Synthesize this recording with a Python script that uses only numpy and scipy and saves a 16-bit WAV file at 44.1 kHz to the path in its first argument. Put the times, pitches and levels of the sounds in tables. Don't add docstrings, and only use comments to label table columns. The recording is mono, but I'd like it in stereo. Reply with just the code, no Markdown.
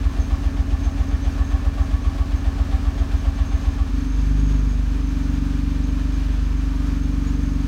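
import sys
import numpy as np
from scipy import signal
from scipy.fft import rfft, irfft, next_fast_len
from scipy.io import wavfile
from scipy.ndimage import uniform_filter1d

SR = 44100
rng = np.random.default_rng(int(sys.argv[2]) if len(sys.argv) > 2 else 0)


def transcribe(signal):
    frames = np.atleast_2d(signal).T
    limited = np.clip(frames, -1, 1)
    pcm = np.round(limited * 32767).astype(np.int16)
    wavfile.write(sys.argv[1], SR, pcm)


N = 338247
TIME = np.arange(N) / SR
SIZE = next_fast_len(N + SR // 2)
HZ = np.maximum(np.arange(SIZE // 2 + 1) * SR / SIZE, 1)


def from_db(db):
    return 10 ** (np.asarray(db) / 20)


def rms_one(x):
    return x / np.sqrt(np.mean(x ** 2) + 1e-20)


def in_time(rows, column=1):
    rows = np.array(rows)
    return np.interp(TIME, rows[:, 0], rows[:, column])


def over_hz(rows, column=1):
    rows = np.array(rows)
    return np.interp(np.log(HZ), np.log(rows[:, 0]), rows[:, column])


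def filtered(x, response):
    return irfft(rfft(x, SIZE) * response, SIZE)[..., :N]


def drift(rate_hz):
    knots = np.arange(0, N + SR, 100)
    spectrum = rfft(rng.standard_normal(len(knots)))
    hz = np.arange(len(spectrum)) * SR / knots[-1]
    slow = irfft(spectrum / (1 + (hz / rate_hz) ** 2), len(knots))
    return rms_one(np.interp(TIME, knots / SR, slow))


def clicks(times, sizes):
    places = np.clip(np.round(times * SR).astype(int), 0, N - 1)
    return np.bincount(places, sizes, N)


def resonance(hz, width):
    return 1j * HZ * width / (hz ** 2 - HZ ** 2 + 1j * HZ * width)


def boosts(rows):
    return np.prod([1 + (from_db(db) - 1) * resonance(hz, width) for hz, width, db in rows], axis=0)


def butter(edge_hz, kind, order):
    return signal.freqs(*signal.butter(order, edge_hz, kind, analog=True), HZ)[1]


# (frequency [Hz], left minus right level [dB], left-right likeness [-1 to 1])
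STEREO = [(45, 8, 1), (80, 10, .98), (150, 13, .95), (280, 13, .9), (480, 8.5, -.75), (700, 7.5, -.6),
          (1100, 7.5, .1), (2400, 8, 0), (3500, 13, 0), (5300, 17, 0), (6500, 12, 0), (8000, 0, -.3),
          (12000, 0, .4)]


def diffuse(pair):
    alike = np.clip(over_hz(STEREO, column=2), -1, 1)
    shared = filtered(pair[0], np.sqrt(1 + alike))
    opposed = filtered(pair[1], np.sqrt(1 - alike)) * [[1], [-1]]
    return shared + opposed


def workshop(x, t60, wet_db):
    tail = rng.standard_normal((2, SR)) * from_db(-60 * TIME[:SR] / t60)
    tail *= from_db(wet_db) / np.sqrt(np.sum(tail ** 2) / 2)
    return x + diffuse(filtered(x, rfft(tail, SIZE)))


# (time [s], speed [revolutions per minute])
SPEED = [(0.0, 903.4), (0.6, 890.2), (1.1, 888.0), (1.7, 904.4), (2.2, 896.3), (2.7, 893.9), (3.2, 900.3),
         (3.8, 897.5), (4.0, 935.0), (4.2, 983.9), (4.45, 1003.0), (4.75, 978.1), (5.3, 943.9),
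         (5.7, 948.7), (6.05, 956), (6.4, 972.5), (6.9, 950.1), (7.67, 944.5)]


def crankshaft_rpm():
    return in_time(SPEED)


def passings(cycle, count):
    number = np.arange(np.ceil(cycle[0] * count), cycle[-1] * count)
    return np.interp(number / count, cycle, TIME), number.astype(int) % count


# (frequency [Hz], level [dB per Hz])
RUSH = [(15, -35), (28, -20), (45, -17), (72, -13.5), (120, -20.5), (220, -23), (280, -22), (320, -23.5),
        (450, -26.5), (560, -29.5), (800, -30.5), (1150, -30.3), (1600, -32.5), (3000, -37), (4500, -40.5),
        (6100, -42.5), (7700, -49.5), (10500, -59.5), (13000, -61.5)]
# (frequency [Hz], width [Hz], boost [dB])
BAY = [(1764, 207, 4.5), (1946, 610, -4.5), (2365, 75, 4.5)]
# (time [s], level [dB])
HISS_LEVEL = [(0, -0.5), (2.7, -0.5), (3.5, 0.4), (5.4, -0.4), (6.25, 1.9), (6.9, -.5), (7.67, -.8)]


def engine_bay(cycle, rush_db=0.0, tick_db=-5, uneven_db=5.0, jitter_s=.00011, flutter_db=0.76,
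               hiss_hz=3300, hiss_width_hz=2200):
    times, valve = passings(cycle, count=24)
    chance = rng.standard_normal((len(times), 2))
    own_loudness = rng.standard_normal(valve.max() + 1)[valve]
    sizes = from_db(uneven_db * (own_loudness + chance[:, 0] / 2))
    tick_clicks = clicks(times + jitter_s * chance[:, 1], sizes)
    ticks = rms_one(workshop(tick_clicks, t60=0.31, wet_db=10))
    air = diffuse(rng.standard_normal((2, N))) * from_db(rush_db + flutter_db * drift(7.4))
    bay = filtered(air + from_db(tick_db) * ticks, from_db(over_hz(RUSH)) * boosts(BAY))
    hiss = filtered(bay, resonance(hiss_hz, hiss_width_hz))
    return bay + (from_db(in_time(HISS_LEVEL)) - 1) * hiss


# (turns per engine cycle, level [dB])
WHINES = [(58, -55), (118.3, -60), (137.8, -57), (154, -58)]
# (time [s], level [dB])
PULLEY = [(0, -63), (.9, -52), (1.6, -60), (2.4, -55), (3.9, -60), (4.2, -62), (4.5, -54), (4.9, -65),
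          (5.3, -52.5), (5.6, -63), (5.9, -53.5), (6.25, -54), (6.55, -64), (6.9, -55), (7.15, -62),
          (7.5, -50), (7.67, -58)]


def accessories(cycle, pulley_turns=76.3):
    pulley_phase = 2 * np.pi * pulley_turns * cycle + .4 * drift(6)
    out = 1.5 * from_db(in_time(PULLEY)) * np.sin(pulley_phase)
    for turns, db in WHINES:
        fading = from_db(db + 4.5 * drift(4))
        out = out + fading * np.sin(2 * np.pi * turns * cycle + .6 * drift(10))
    return out


def squeak(hz, width_hz, waver_hz=30):
    hoarse = rms_one(filtered(rng.standard_normal((2, N)), butter(width_hz, "low", order=2)))
    return hoarse * np.sin(2 * np.pi * np.cumsum(hz + waver_hz * drift(12)) / SR)


# (time [s], level [dB])
BELT_SLIP = [(0, -54), (1.6, -55), (2.7, -66), (3.4, -53), (4.4, -51), (5.6, -54.5), (7.67, -51)]
# (start time [s], length [s], level [dB], pitch [Hz])
CHIRPS = [(0.204, 0.092, -46, 6330), (0.806, 0.085, -46.5, 6380), (1.087, 0.046, -51, 6400),
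          (1.229, 0.03, -48, 6190), (1.446, 0.1, -51, 6430), (1.828, 0.035, -50, 6360),
          (2.038, 0.044, -49, 6340), (2.362, 0.077, -52, 6350), (2.956, 0.059, -54, 6540),
          (3.18, 0.07, -52, 6290), (3.57, 0.052, -56, 6340), (3.953, 0.13, -55, 6400),
          (4.1, 0.25, -50, 6380), (4.385, 0.29, -48.5, 6530), (4.696, 0.078, -49, 6560),
          (5.055, 0.047, -48, 6260), (5.246, 0.039, -49, 6300), (5.327, 0.037, -54, 6500),
          (5.559, 0.04, -50, 6500), (5.842, 0.09, -50, 6410), (6.14, 0.046, -52, 6400),
          (7.012, 0.036, -61, 6400), (7.272, 0.036, -49, 6700), (7.52, 0.05, -55, 6560)]


def belt(belt_hz=6370, chirp_db=4.0, flicker_db=2.0, flicker_hz=9, fade_s=0.02):
    flicker = rms_one(from_db(flicker_db * drift(flicker_hz)))
    faint = from_db(in_time(BELT_SLIP)) * flicker * squeak(belt_hz, width_hz=53)
    envelope, pitch_points = 0, []
    for start, length, db, hz in CHIRPS:
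        corners = [start - fade_s, start, start + length / 2, start + length + fade_s]
        envelope = envelope + from_db(db + chirp_db) * np.interp(TIME, corners, [0, 1, 1, 0])
        pitch_points += [(start, hz), (start + length, hz)]
    return faint + envelope * squeak(in_time(pitch_points), width_hz=71)


def misfires(cycle, fault, pop_phase=.166):
    times, _ = passings(cycle - pop_phase, count=1)
    return times[np.interp(times, TIME, fault) > .5]


def detuned(x, lag_s=0.00042, rate_hz=5):
    when = TIME + lag_s * filtered(drift(rate_hz), butter(2 * rate_hz, "low", order=2))
    return np.array([np.interp(when, TIME, channel) for channel in x])


# (time from the pop [s], level [dB], frequency the knock drives most [Hz])
KNOCKS = [(-.069, 2.5, 420), (-.048, -4.5, 430), (-.0355, 2.5, 850), (-.024, -5, 450), (-.019, -0.5, 690),
          (-.0095, -0.5, 1180), (.001, 0.5, 710), (.031, -3, 720)]
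# (frequency [Hz], width [Hz], level [dB])
CLATTER = [(425, 26, -7), (467, 20, -23), (565, 27, -4), (660, 33, 1.5), (781, 31, 2), (1130, 95, 1),
           (1240, 43, -4), (1747, 79, 3)]


def clatter(times, level_db=-41, scatter_s=0.00021, uneven_db=2, rattle_s=0.0048, rattle_db=-4, octaves=1.0):
    loose = rng.standard_normal((2, N)) * from_db(rattle_db) * np.sqrt(2 / (rattle_s * SR))
    dying = rfft(np.exp(-TIME / rattle_s), SIZE)
    drive = 0
    for offset, db, hz in KNOCKS:
        chance = rng.standard_normal((len(times), 2))
        hit_times = times + offset + scatter_s * chance[:, 0]
        hits = clicks(hit_times, from_db(db + uneven_db * chance[:, 1]))
        struck = hits * [[0], [1]] + loose * filtered(hits, dying)
        drive = drive + filtered(struck, resonance(hz, hz * octaves))
    metal = sum(from_db(db) * resonance(hz, width) for hz, width, db in CLATTER)
    metal = metal * butter(1440, "low", order=2)
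    ringing = workshop(diffuse(filtered(drive, metal)), t60=0.27, wet_db=-2.5)
    return from_db(level_db) * rms_one(detuned(ringing))


# (low push level [dB], its lateness [ms], sharp edge level [dB], its lateness [ms])
CYLINDERS = [(-0.32, -0.01, -12.42, -3.62), (-6.55, 1.83, -18.6, 0.4), (-6.71, 1.35, -12.51, -8.2),
             (-9.57, 1.72, -11.32, -3.95), (-4.5, -0.1, -7.34, 2.36), (-6.42, -0.02, -18.45, 1.0)]
# (frequency [Hz], width [Hz], boost [dB])
PIPE = [(51.9, 2.5, 23.8), (74.7, 5.3, 24.2), (82.2, 2.4, -46), (95.6, 5.6, -30.1), (122.5, 5.4, 16.9),
        (149.5, 7.2, -13.3), (157.9, 11, 19), (197, 14, 9), (224, 7.2, 15.6), (249.3, 9.2, 11.6),
        (266.7, 5.4, 25.1), (282, 5.4, 19.8), (325.3, 28.3, 9), (408, 30, 13), (463, 9, 21)]
# (frequency [Hz], level [dB])
MUFFLER_BASS = [(22, -28), (34, -12), (43, 3)]


def exhaust(cycle, fault, level_db=22, low_hz=23, high_hz=68, muffler_hz=420, edge_hz=115,
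            jitter_s=.00005, roughness=.04, imbalance=.06):
    times, cylinder = passings(cycle, count=6)
    push_db, push_ms, edge_db, edge_ms = np.array(CYLINDERS)[cylinder].T
    chance = rng.standard_normal((len(times), 2))
    stumble = np.interp(times, TIME, np.maximum(fault, imbalance))
    sizes = from_db(level_db) * (1 + roughness * chance[:, 0]) * stumble
    times = times + jitter_s * chance[:, 1]
    push = clicks(times + push_ms / 1000, sizes * from_db(push_db))
    edge = clicks(times + edge_ms / 1000, sizes * from_db(edge_db))
    low = 1 / (1 + (HZ / edge_hz) ** 8)
    muffler = butter(low_hz, "high", order=4) * butter(high_hz, "low", order=2)
    muffler = muffler * butter(muffler_hz, "low", order=3)
    pipe = boosts(PIPE) * muffler * from_db(over_hz(MUFFLER_BASS))
    return -filtered(push, pipe * low) - filtered(edge, pipe * (1 - low))


# (frequency [Hz], level [dB per Hz])
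CHUFF = [(200, -48), (400, -36), (700, -12.5), (1150, -33.5), (2000, -30), (3300, -28.5), (6000, -41.5),
         (9000, -49), (13000, -64)]


def chuffs(times, level_db=7.5, lead_s=0.047, rise_s=0.024, fall_s=0.021):
    sizes = from_db(level_db + .5 * rng.standard_normal(len(times)))
    shape = (1 - np.exp(-TIME / rise_s)) * np.exp(-TIME / fall_s)
    envelope = filtered(clicks(times - lead_s, sizes), rfft(shape, SIZE))
    gas = filtered(rng.standard_normal((2, N)), from_db(over_hz(CHUFF)))
    return envelope * diffuse(gas)


def thumps(times, level_db=-17.3, swing_hz=63.4, spread_s=.017):
    halfway = (times[1:] + times[:-1]) / 2
    from_pop = TIME - times[np.searchsorted(halfway, TIME)]
    swell = from_db(level_db) * np.exp(-(from_pop / spread_s) ** 2)
    return swell * np.cos(2 * np.pi * swing_hz * from_pop)


# (multiple of the engine cycle, then peak level [dB] at each speed of HARMONIC_RPM)
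HARMONICS = [(6, -19.9, -18.7, -17.2, -14.2), (7, -44.5, -45.9, -36.5, -41.2),
             (9, -24.1, -24.4, -23.7, -28.0), (10, -40.0, -42.5, -47.4, -58.7),
             (12, -31.1, -45.1, -36.4, -26.9), (15, -45.7, -46.9, -52.6, -42.7),
             (18, -29.9, -33.5, -31.6, -25.9), (21, -40.8, -41.7, -46.2, -52.5),
             (24, -33.8, -41.4, -52.5, -36.3), (27, -47.1, -49.0, -52.6, -38.4),
             (30, -32.9, -41.5, -31.8, -32.3), (31, -47.5, -47.3, -50.4, -37.1),
             (33, -29.4, -29.9, -43.3, -28.2), (34, -52.6, -53.9, -39.3, -43.7),
             (36, -29.1, -32.8, -42, -43), (39, -57.1, -52.9, -60.6, -47.9),
             (42, -52.0, -53.9, -59.4, -64.1), (48, -57.5, -60.4, -68.1, -48.9),
             (51, -55.1, -58.3, -58.4, -57.7), (57, -54.3, -60.7, -54.1, -63.4)]
HARMONIC_RPM = [945, 960, 975, 1000]
# (time [s], level [dB])
CATCH = [(3.9, -7), (4.12, -6), (4.3, 0)]


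def burble(cycle, level_db=0.2, smear_hz=370, standing_hz=268, width_hz=16, lag_rad=1.87, build_s=0.1,
           pulse_lag=.061):
    rpm, catch_db, out = crankshaft_rpm(), in_time(CATCH), 0
    for (multiple, *db), chance in zip(HARMONICS, rng.standard_normal(len(HARMONICS))):
        hz = multiple * rpm / 120
        smear = chance * (hz.mean() / smear_hz) ** 4
        standing = np.exp(-((hz - standing_hz) / width_hz) ** 2)
        gain = np.interp(rpm, HARMONIC_RPM, from_db(db))
        gain = uniform_filter1d(gain, int(build_s * SR))
        is_overtone = multiple > HARMONICS[0][0]
        gain = gain * from_db(catch_db * is_overtone * (0.5 - standing))
        phase = 2 * np.pi * multiple * (cycle - pulse_lag) + smear - lag_rad * standing
        out = out - gain * np.sin(phase)
    return from_db(level_db) * out


# (time [s], share of misfiring [0-1])
FAULT = [(3.84, 1), (3.99, 0)]


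def scene(start_cycle=-.378):
    cycle = start_cycle + np.cumsum(crankshaft_rpm()) / (120 * SR)
    fault = in_time(FAULT)
    pops = misfires(cycle, fault)
    right = from_db(-over_hz(STEREO))
    boom = exhaust(cycle, fault) + thumps(pops) + (1 - fault) * burble(cycle)
    boom = filtered(boom, 2 / (1 + right))
    both = boom + chuffs(pops) + clatter(pops) + engine_bay(cycle) + accessories(cycle) + belt()
    return np.array([both[0], filtered(both[1], right)])


def record(dry, cutoff_hz=15800):
    return signal.sosfilt(signal.ellip(10, .1, 90, cutoff_hz, fs=SR, output="sos"), dry)


dry = scene()
out = record(dry)
transcribe(out)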